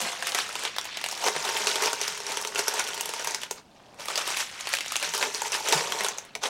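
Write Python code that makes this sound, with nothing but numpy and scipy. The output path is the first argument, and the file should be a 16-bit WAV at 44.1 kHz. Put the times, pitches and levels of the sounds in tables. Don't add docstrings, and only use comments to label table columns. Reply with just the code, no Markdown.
import sys
import numpy as np
from scipy import signal
from scipy.fft import rfft, irfft, next_fast_len
from scipy.io import wavfile

SR = 44100
rng = np.random.default_rng(int(sys.argv[2]) if len(sys.argv) > 2 else 0)


def voltage_ratio(level):
    return 10 ** (np.asarray(level, float) / 20)


def master_out(mix):
    frames = np.transpose(np.atleast_2d(mix))
    ceiling = np.clip(frames, -1, 1)
    pcm = np.round(ceiling * 32767).astype(np.int16)
    wavfile.write(sys.argv[1], SR, pcm)


N = 286209

# start in seconds, peak in dB before the sheet loses its bass,
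# panel pitch in Hz, gain of the crisp edge in dB, time to flip in ms.
CREASES = [(0.0974, -30, 1300, -23, 0.5), (0.2244, -16.5, 1720, -23, 0.46), (0.2693, -15.5, 2100, -10, 1),
           (0.2904, -18, 4460, -15, 0.5), (0.3197, -16.5, 3240, -13, 0.64), (0.3476, -8.5, 2050, -21, 0.17),
           (0.3865, -12, 1760, -31, 0.5), (0.4174, -27, 3400, -23, 0.57), (0.4904, -23, 1490, -23, 0.59),
           (0.5541, -17, 1360, -24, 0.52), (0.5934, -21, 1200, -18, 0.39), (0.6355, -21, 1730, -10, 0.76),
           (0.6509, -10.5, 3400, -25, 0.5), (0.7637, -20.5, 1960, -31, 0.78),
           (0.7836, -10, 3600, -40, 0.44), (0.8121, -22, 5500, -21, 0.72), (0.8535, -21, 2690, -32, 0.4),
           (0.8719, -30, 4350, -33, 0.67), (0.9707, -19, 3170, -27, 0.79), (1.0136, -20, 2350, -26, 0.75),
           (1.0405, -14, 2760, -33, 0.5), (1.0615, -16.5, 2400, -12, 0.74), (1.0864, -20, 6300, -23, 0.5),
           (1.1124, -19.5, 5310, -22, 0.59), (1.1254, -20, 1230, -30, 0.52), (1.1508, -22, 5300, -21, 0.62),
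           (1.1757, -20.5, 3400, -8, 0.5), (1.2401, -15.5, 1540, -27, 0.76),
           (1.2634, -14.5, 1470, -28, 0.21), (1.2834, -11, 2000, -24, 0.42),
           (1.3628, -15.5, 2050, -21, 0.69), (1.4491, -17.5, 3580, -12, 0.84), (1.49, -15, 1870, -14, 0.44),
           (1.5724, -16, 2790, -2, 0.5), (1.6447, -19, 1950, -17, 0.5), (1.6706, -7.5, 2730, -15, 0.36),
           (1.7144, -13.5, 2830, -17, 0.26), (1.7569, -13, 1440, -16, 0.6), (1.8243, -15, 2300, -23, 0.5),
           (1.8367, -22, 3000, -20, 0.39), (1.8582, -11, 5500, -31, 0.37), (1.9305, -13.5, 1610, -12, 0.78),
           (2.0138, -12.5, 5400, -18, 0.5), (2.0787, -15.5, 5200, -27, 0.57),
           (2.2019, -21, 5500, -13, 0.76), (2.2657, -19, 5270, -18, 1), (2.3715, -12, 2850, -12, 0.5),
           (2.4239, -18.5, 5310, -8, 0.42), (2.4488, -17, 3270, -26, 0.77),
           (2.4723, -17.5, 6020, -22, 0.54), (2.5476, -23, 6360, -22, 1), (2.5576, -13.5, 2900, -25, 0.5),
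           (2.5915, -11.5, 5600, -21, 0.67), (2.6803, -9.5, 5200, -6.5, 0.98),
           (2.7392, -19.5, 5900, -4, 0.66), (2.795, -11.5, 6070, -7, 0.5), (2.8739, -21, 6450, -18, 0.71),
           (2.8868, -20.5, 1450, -26, 0.39), (2.9332, -20, 3100, -23, 0.38), (2.9771, -22, 2150, -15, 0.37),
           (3.0086, -14, 2920, -2.5, 0.78), (3.056, -19, 3200, -3, 1), (3.0909, -18.5, 2810, -10, 0.81),
           (3.1368, -18.5, 2380, -11, 0.63), (3.1946, -22, 5740, -21, 0.76), (3.245, -20, 2470, -7, 0.92),
           (3.2725, -14.5, 6200, -25, 0.7), (3.3084, -20, 6030, -12, 0.65),
           (3.3458, -13.5, 5250, -19, 0.62), (3.4166, -24, 2890, -11, 0.63), (3.4331, -19, 3000, -12, 0.77),
           (3.5099, -15.5, 6600, -27, 0.88), (4.0562, -23, 2290, -6, 0.84),
           (4.0836, -16.5, 1220, -29, 0.73), (4.157, -12, 4520, -26, 0.35), (4.1759, -9.5, 4830, -18, 0.79),
           (4.2757, -17, 1220, -13, 0.56), (4.3034, -18, 1960, -26, 0.26), (4.37, -13.5, 2630, -6, 0.44),
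           (4.3944, -30, 2620, -19, 0.55), (4.6004, -26.5, 1230, -10, 0.58), (4.6084, -19, 5800, -17, 0.5),
           (4.6553, -25, 2700, -19, 0.4), (4.6708, -15, 2530, -15, 0.74), (4.7308, -14.5, 3340, -22, 0.42),
           (4.7366, -10, 2320, -25, 1), (4.7691, -18, 3030, -22, 0.72), (4.786, -18, 3350, -19, 0.42),
           (4.807, -17, 2650, -20, 0.44), (4.8609, -18, 2750, -31, 0.41), (4.8813, -20.5, 5820, -13, 0.55),
           (4.9064, -30, 3150, -17, 0.41), (4.9202, -16, 1280, -14, 0.44), (4.9566, -9.5, 2600, -24, 0.5),
           (4.9644, -13, 6400, -20, 0.71), (4.998, -21.5, 2850, -9, 0.62), (5.0265, -13, 2460, -10, 0.5),
           (5.0914, -19.5, 6540, -16, 0.62), (5.1377, -18, 1750, -11, 0.33),
           (5.1474, -18.5, 1340, -16, 0.4), (5.227, -5.5, 2270, -20, 0.27), (5.2694, -21.5, 6870, -14, 0.5),
           (5.3413, -23, 5910, -23, 0.3), (5.3464, -16.5, 4270, -23, 0.5), (5.4181, -15.5, 6960, -18, 0.77),
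           (5.5199, -16, 5640, -8, 0.72), (5.6725, -27, 5400, -18, 0.62), (5.7244, -4, 3660, -11, 0.68),
           (5.9209, -14, 3350, -62, 0.98), (6.0072, -13, 2130, -22, 0.44), (6.0462, -11, 3200, -14, 0.34),
           (6.0637, -14.5, 1400, -13, 0.5), (6.0851, -12, 6300, -28, 0.45), (6.1838, -16, 6030, -22, 0.65),
           (6.3515, -18, 2350, -29, 0.75), (6.455, -17.5, 3180, -17, 1)]
# start in seconds, level in dB before rise and decay, ring in Hz.
LANDINGS = [(0.017, -31, 224), (0.386, -55, 243), (1.296, -46, 204), (1.357, -40, 161), (1.607, -43, 204),
            (1.793, -42, 200), (2.098, -44, 175), (2.291, -50, 158), (5.072, -39.5, 166), (5.221, -37, 262),
            (5.746, -26.5, 159), (5.92, -47, 260), (6.001, -41.5, 209)]
# pitch in Hz, relative level in dB.
PAPER_COLOUR = [(150, -20), (300, -15), (480, 25), (1000, 17), (1600, 13.5), (2700, 13), (4300, 8),
                (6000, 8), (9000, 1.5), (13000, -10.5), (16500, -18)]
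# pitch in Hz, width in Hz, gain in dB.
POT_MODES = [(159, 32, 10), (415.5, 43, 13), (920, 77, 7.5), (1444, 110, -3.5), (5770, 900, -3.5)]
# time in seconds, share from 0 to 1.
SHARE_INSIDE = [(0, 0.), (1.15, 0.12), (1.25, 0.66), (3.55, 0.61), (3.7, 0.14), (5.05, 0), (5.15, 0.9),
                (6.49, 0.27)]
# pitch in Hz, relative level in dB.
AIR_COLOUR = [(25, -10.5), (55, -5.5), (100, -2.5), (210, 1), (450, -6), (700, -2.5), (2000, -24.5),
              (4400, -27), (9000, -27.5), (16000, -39)]
# pitch in Hz, time to fall by 60 dB in seconds.
KITCHEN_DECAY = [(200, 0.31), (1500, 0.14), (10000, 0.18)]
# time in seconds, crumpling drive in dB, body of the sheet in dB
# (in full below 750 Hz, none above 1500 Hz), crispness in dB per octave above 4000 Hz.
STEADY_GRIP = [(0, -34.5, 0.5, -2.5), (.34, -38.5, 5, -2), (.6, -36.5, -2.5, -2.5), (.76, -41, -6, -10),
               (.95, -35, -8, -10), (1.18, -39.5, 0.5, -0.5), (1.53, -29.5, 2, -0.5),
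               (1.75, -31, -0.5, -0.5), (2.2, -39.5, 0, -2), (2.38, -34.5, -0.5, -1), (2.53, -42, 3.5, 0),
               (2.85, -36.5, -1, -3), (3.33, -38.5, -4.5, -0.5), (3.62, -61.5, -4.5, -6),
               (3.8, -57, 9, -10), (3.97, -56.5, 12.5, -5), (3.998, -37.5, 5.5, 1), (4.15, -44, -6.5, -2),
               (4.4, -41.5, -6, 0.5), (4.52, -40.5, -2.5, -2.5), (4.8, -37.5, -13, -5.5),
               (5.17, -35, -8, 0), (5.5, -42, 5.5, 0), (6.0, -33.5, 7, 0), (6.3, -70, 6.5, -13),
               (6.49, -84, -4, 2)]
# peak time in seconds, crumpling drive in dB,
# rise in ms per 10 dB (sign ignored), fall in ms per 10 dB, extra body in dB.
FINGER_SQUEEZES = [(.066, -28, 60, 65, 2.5), (.281, -29, 55, 22, -10.5), (0.394, -26.5, 52, 56, -5.5),
                   (.649, -26.5, 31, 39, 3), (1.272, -23.5, 56, 27, 3.5), (1.363, -33.5, 17, 33, 7),
                   (1.68, -27, 24, 50, -9), (1.85, -26, 39, 59, 4), (2.03, -30, 43, 101, -13),
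                   (2.298, -29.5, 22, 40, 1.5), (2.585, -26.5, 19, 47, -4.5), (2.686, -30.5, 34, 25, -6.5),
                   (2.792, -26, 73, 38, 0), (3.199, -32.5, 12, 43, 7), (3.28, -33, 11, 55, 7),
                   (3.436, -36, 38, 24, 1), (3.514, -37, 8, 11, 0), (3.579, -42, 16, 20, 9),
                   (4.101, -29.5, 11, 68, 8.5), (4.186, -26.5, 16, 51, 8.5), (4.284, -27.5, 29, 52, 5.5),
                   (4.405, -25, 52, 36, 0.5), (4.745, -28.5, 77, 29, 2), (4.963, -38, 30, 30, -21),
                   (5.037, -27.5, 31, 39, 11.5), (5.146, -28.5, 14, 37, 5), (5.232, -27, 39, 35, 12.5),
                   (5.352, -32, 6, 52, -9), (5.467, -31.5, 28, 25, -11), (5.543, -24.5, 23, 45, -8.5),
                   (5.68, -26.5, 35, 40, -5.5), (5.733, -22.5, 38, 86, -3.5), (6.054, -33, 81, 128, -5.5),
                   (6.357, -35.5, -1, 5, 14), (6.437, -21, 8.5, 7, 5.5), (6.46, -27.5, 13, 19, 10)]
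# start in seconds,
# level in dB before rise and decay.
WIRE_KNOCKS = [(5.419, -18.5), (5.445, -28), (5.457, -22), (5.606, -22)]


def along(points, hz):
    f, v = np.transpose(points)
    return np.interp(np.log(hz + 1), np.log(f + 1), v)


def filtered(x, response):
    m = next_fast_len(x.shape[-1] + 8192)
    spectrum = rfft(x, m) * response(np.fft.rfftfreq(m, 1 / SR))
    return irfft(spectrum, m)[..., :x.shape[-1]]


def mode(f, hz, width):
    return 1j * f * width / (hz * hz - f * f + 1j * f * width)


def hands(s):
    when, *columns = np.transpose(STEADY_GRIP)
    t = np.arange(0, N / SR + .1, .002)
    grip_db, body_db, crisp_db = (np.interp(t, when, c) for c in columns)
    peak_s, db, rise_ms, fall_ms, extra_db = np.transpose(FINGER_SQUEEZES)[..., None]
    late_ms = 1000 * (t - peak_s)
    drop = np.maximum(-late_ms / np.abs(rise_ms), late_ms / np.abs(fall_ms))
    swell = voltage_ratio(db - 10 * drop) ** 2
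    power = voltage_ratio(grip_db) ** 2 + swell.sum(0)
    effort_db = 10 * np.log10(power)
    body_db = body_db + (extra_db * swell).sum(0) / power
    return [np.interp(s, t, c) for c in (effort_db, body_db, crisp_db)]


def crackle(starts, clump_db, spread, cycles, scatter_db, panel_db, count):
    panel_hz = 500 * 16 ** rng.random((len(starts), 1))
    u = rng.random((len(starts), count, 3))
    s = starts[:, None] - spread * np.log(1 - u[..., 0])
    hz = 200 * 80 ** np.sqrt(u[..., 1])
    effort_db, body_db, crisp_db = hands(s)
    low = np.clip(np.log2(1500 / hz), 0, 1)
    high = np.clip(np.log2(hz / 4000), 0, 1.6)
    db = effort_db + low * body_db + high * crisp_db
    db += clump_db[:, None] + along(PAPER_COLOUR, hz)
    db -= scatter_db * np.log(1.01 - u[..., 2])
    db += panel_db * np.exp(-(np.log2(hz / panel_hz) / 1.2) ** 2)
    size = voltage_ratio(db) * hz / 3000 / np.sqrt(np.log(hz / 150))

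    ticks = np.arange(128)
    turns = hz.reshape(-1, 1) * ticks / SR
    envelope = np.exp(-turns / cycles) * np.tanh(turns)
    fade = np.cos(np.linspace(0, np.pi / 2, 128))
    rings = size.reshape(-1, 1) * np.sin(2 * np.pi * turns) * envelope * fade
    where = (s.reshape(-1, 1) * SR).astype(int) + ticks
    return np.bincount(where.ravel(), rings.ravel(), N + SR)[:N]


def rustle():
    bed_starts = rng.random(30000) * N / SR
    bed = crackle(bed_starts, np.full(30000, -6.5), spread=.002, cycles=6.0,
                  scatter_db=0.78, panel_db=-2.5, count=1)
    u = rng.random((420, 2))
    fold_starts = u[:, 0] * N / SR
    fold_db = -13 - 2.0 * np.log(1.02 - u[:, 1])
    folds = crackle(fold_starts, fold_db, spread=.004, cycles=6,
                    scatter_db=1.0, panel_db=7.0, count=20)
    return bed + folds


def lesser_creases(count):
    edge_db, flip_ms = -7, 0.29
    u = rng.random((count, 3))
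    s = u[:, 0] * N / SR
    peak_db = hands(s)[0] + 10.5 + 6 * u[:, 1]
    panel_hz = 1200 * 6 ** u[:, 2]
    return [(a, db, hz, edge_db, flip_ms) for a, db, hz in zip(s, peak_db, panel_hz)]


def snaps():
    out, t = np.zeros(N + SR), np.arange(2048) / SR
    rows = CREASES + lesser_creases(count=40)
    bodies_db = hands([r[0] for r in rows])[1]
    for (s, db, hz, edge_db, flip_ms), body_db in zip(rows, bodies_db):
        age = 1000 * t / flip_ms
        flip = age * np.exp(-age)
        tail = 0.16 * np.tanh(age) * voltage_ratio(-60 * t / 0.06)
        burst = rng.standard_normal(len(t)) * (flip + tail)

        def sheet(f):
            panel = mode(f, hz, .15 * hz)
            broad = 0.32 * mode(f, 3350, 5950) ** 2
            body = voltage_ratio(-2.5 + 0.41 * body_db) * mode(f, 604, 880) ** 2
            edge = voltage_ratio(edge_db) * mode(f, 9440, 7800) ** 2
            return panel + broad - body - edge

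        snap = filtered(burst, sheet)
        out[round(s * SR):][:len(t)] += voltage_ratio(db) * snap / np.abs(snap).max()
    return out[:N]


def pot(paper):
    s, share = np.transpose(SHARE_INSIDE)
    inside = paper * np.clip(np.interp(np.arange(N) / SR, s, share), 0, 1)
    return filtered(inside, lambda f: sum(voltage_ratio(db) * mode(f, hz, width) for hz, width, db in POT_MODES))


def rack():
    rise_s, t60_s = 0.012, 0.14
    out, t = np.zeros(N + SR), np.arange(SR // 4) / SR
    for s, db, hz in LANDINGS:
        rattle = filtered(rng.standard_normal(len(t)), lambda f: mode(f, hz, 0.72 * hz) ** 2)
        ring = np.sin(2 * np.pi * hz * t) + .35 * rattle / rattle.std()
        envelope = voltage_ratio(db - 60 * t / t60_s) * (1 - np.exp(-t / rise_s))
        out[round(s * SR):][:len(t)] += envelope * ring
    return out[:N]


def knocks():
    ring_hz, rise_s, t60_s = 880, 0.0007, 0.034
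    out, t = np.zeros(N + SR), np.arange(SR // 8) / SR
    for s, db in WIRE_KNOCKS:
        envelope = voltage_ratio(db - 60 * t / t60_s) * (1 - np.exp(-t / rise_s))
        out[round(s * SR):][:len(t)] += envelope * np.sin(2 * np.pi * ring_hz * t)
    return out[:N]


def kitchen(x):
    out, step = np.zeros(N + 2 * SR), SR // 3
    for i in range(0, N, step):
        hz, t, z = signal.stft(rng.standard_normal(step), SR, nperseg=256)
        decay = voltage_ratio(-60 * t / along(KITCHEN_DECAY, hz)[:, None])
        tail = signal.istft(z * decay, SR, nperseg=256)[1]
        wet = signal.fftconvolve(x[i:i + step], tail / np.linalg.norm(tail))
        out[i + 150:][:len(wet)] += wet
    return out[:N]


def hum():
    air = filtered(rng.standard_normal(N), lambda f: voltage_ratio(along(AIR_COLOUR, f)))
    return voltage_ratio(-57.5) * air / air.std()


def scene():
    paper = filtered(rustle() + snaps(), lambda f: (1j * f / (220 + 1j * f)) ** 3)
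    near = paper + pot(paper) + rack() + knocks()
    mix = near + voltage_ratio(-9) * kitchen(near) + hum()
    return mix[None]


def roll_off(x):
    return signal.sosfilt(signal.butter(12, 16680, fs=SR, output="sos"), x)


def record(dry):
    rounded = dry / (1 + np.abs(dry / .44) ** 4) ** (1 / 4)
    finished = filtered(rounded, lambda f: 1 - .95 * (f > 15850))
    return roll_off(finished)


dry = scene()
out = record(dry)
master_out(out)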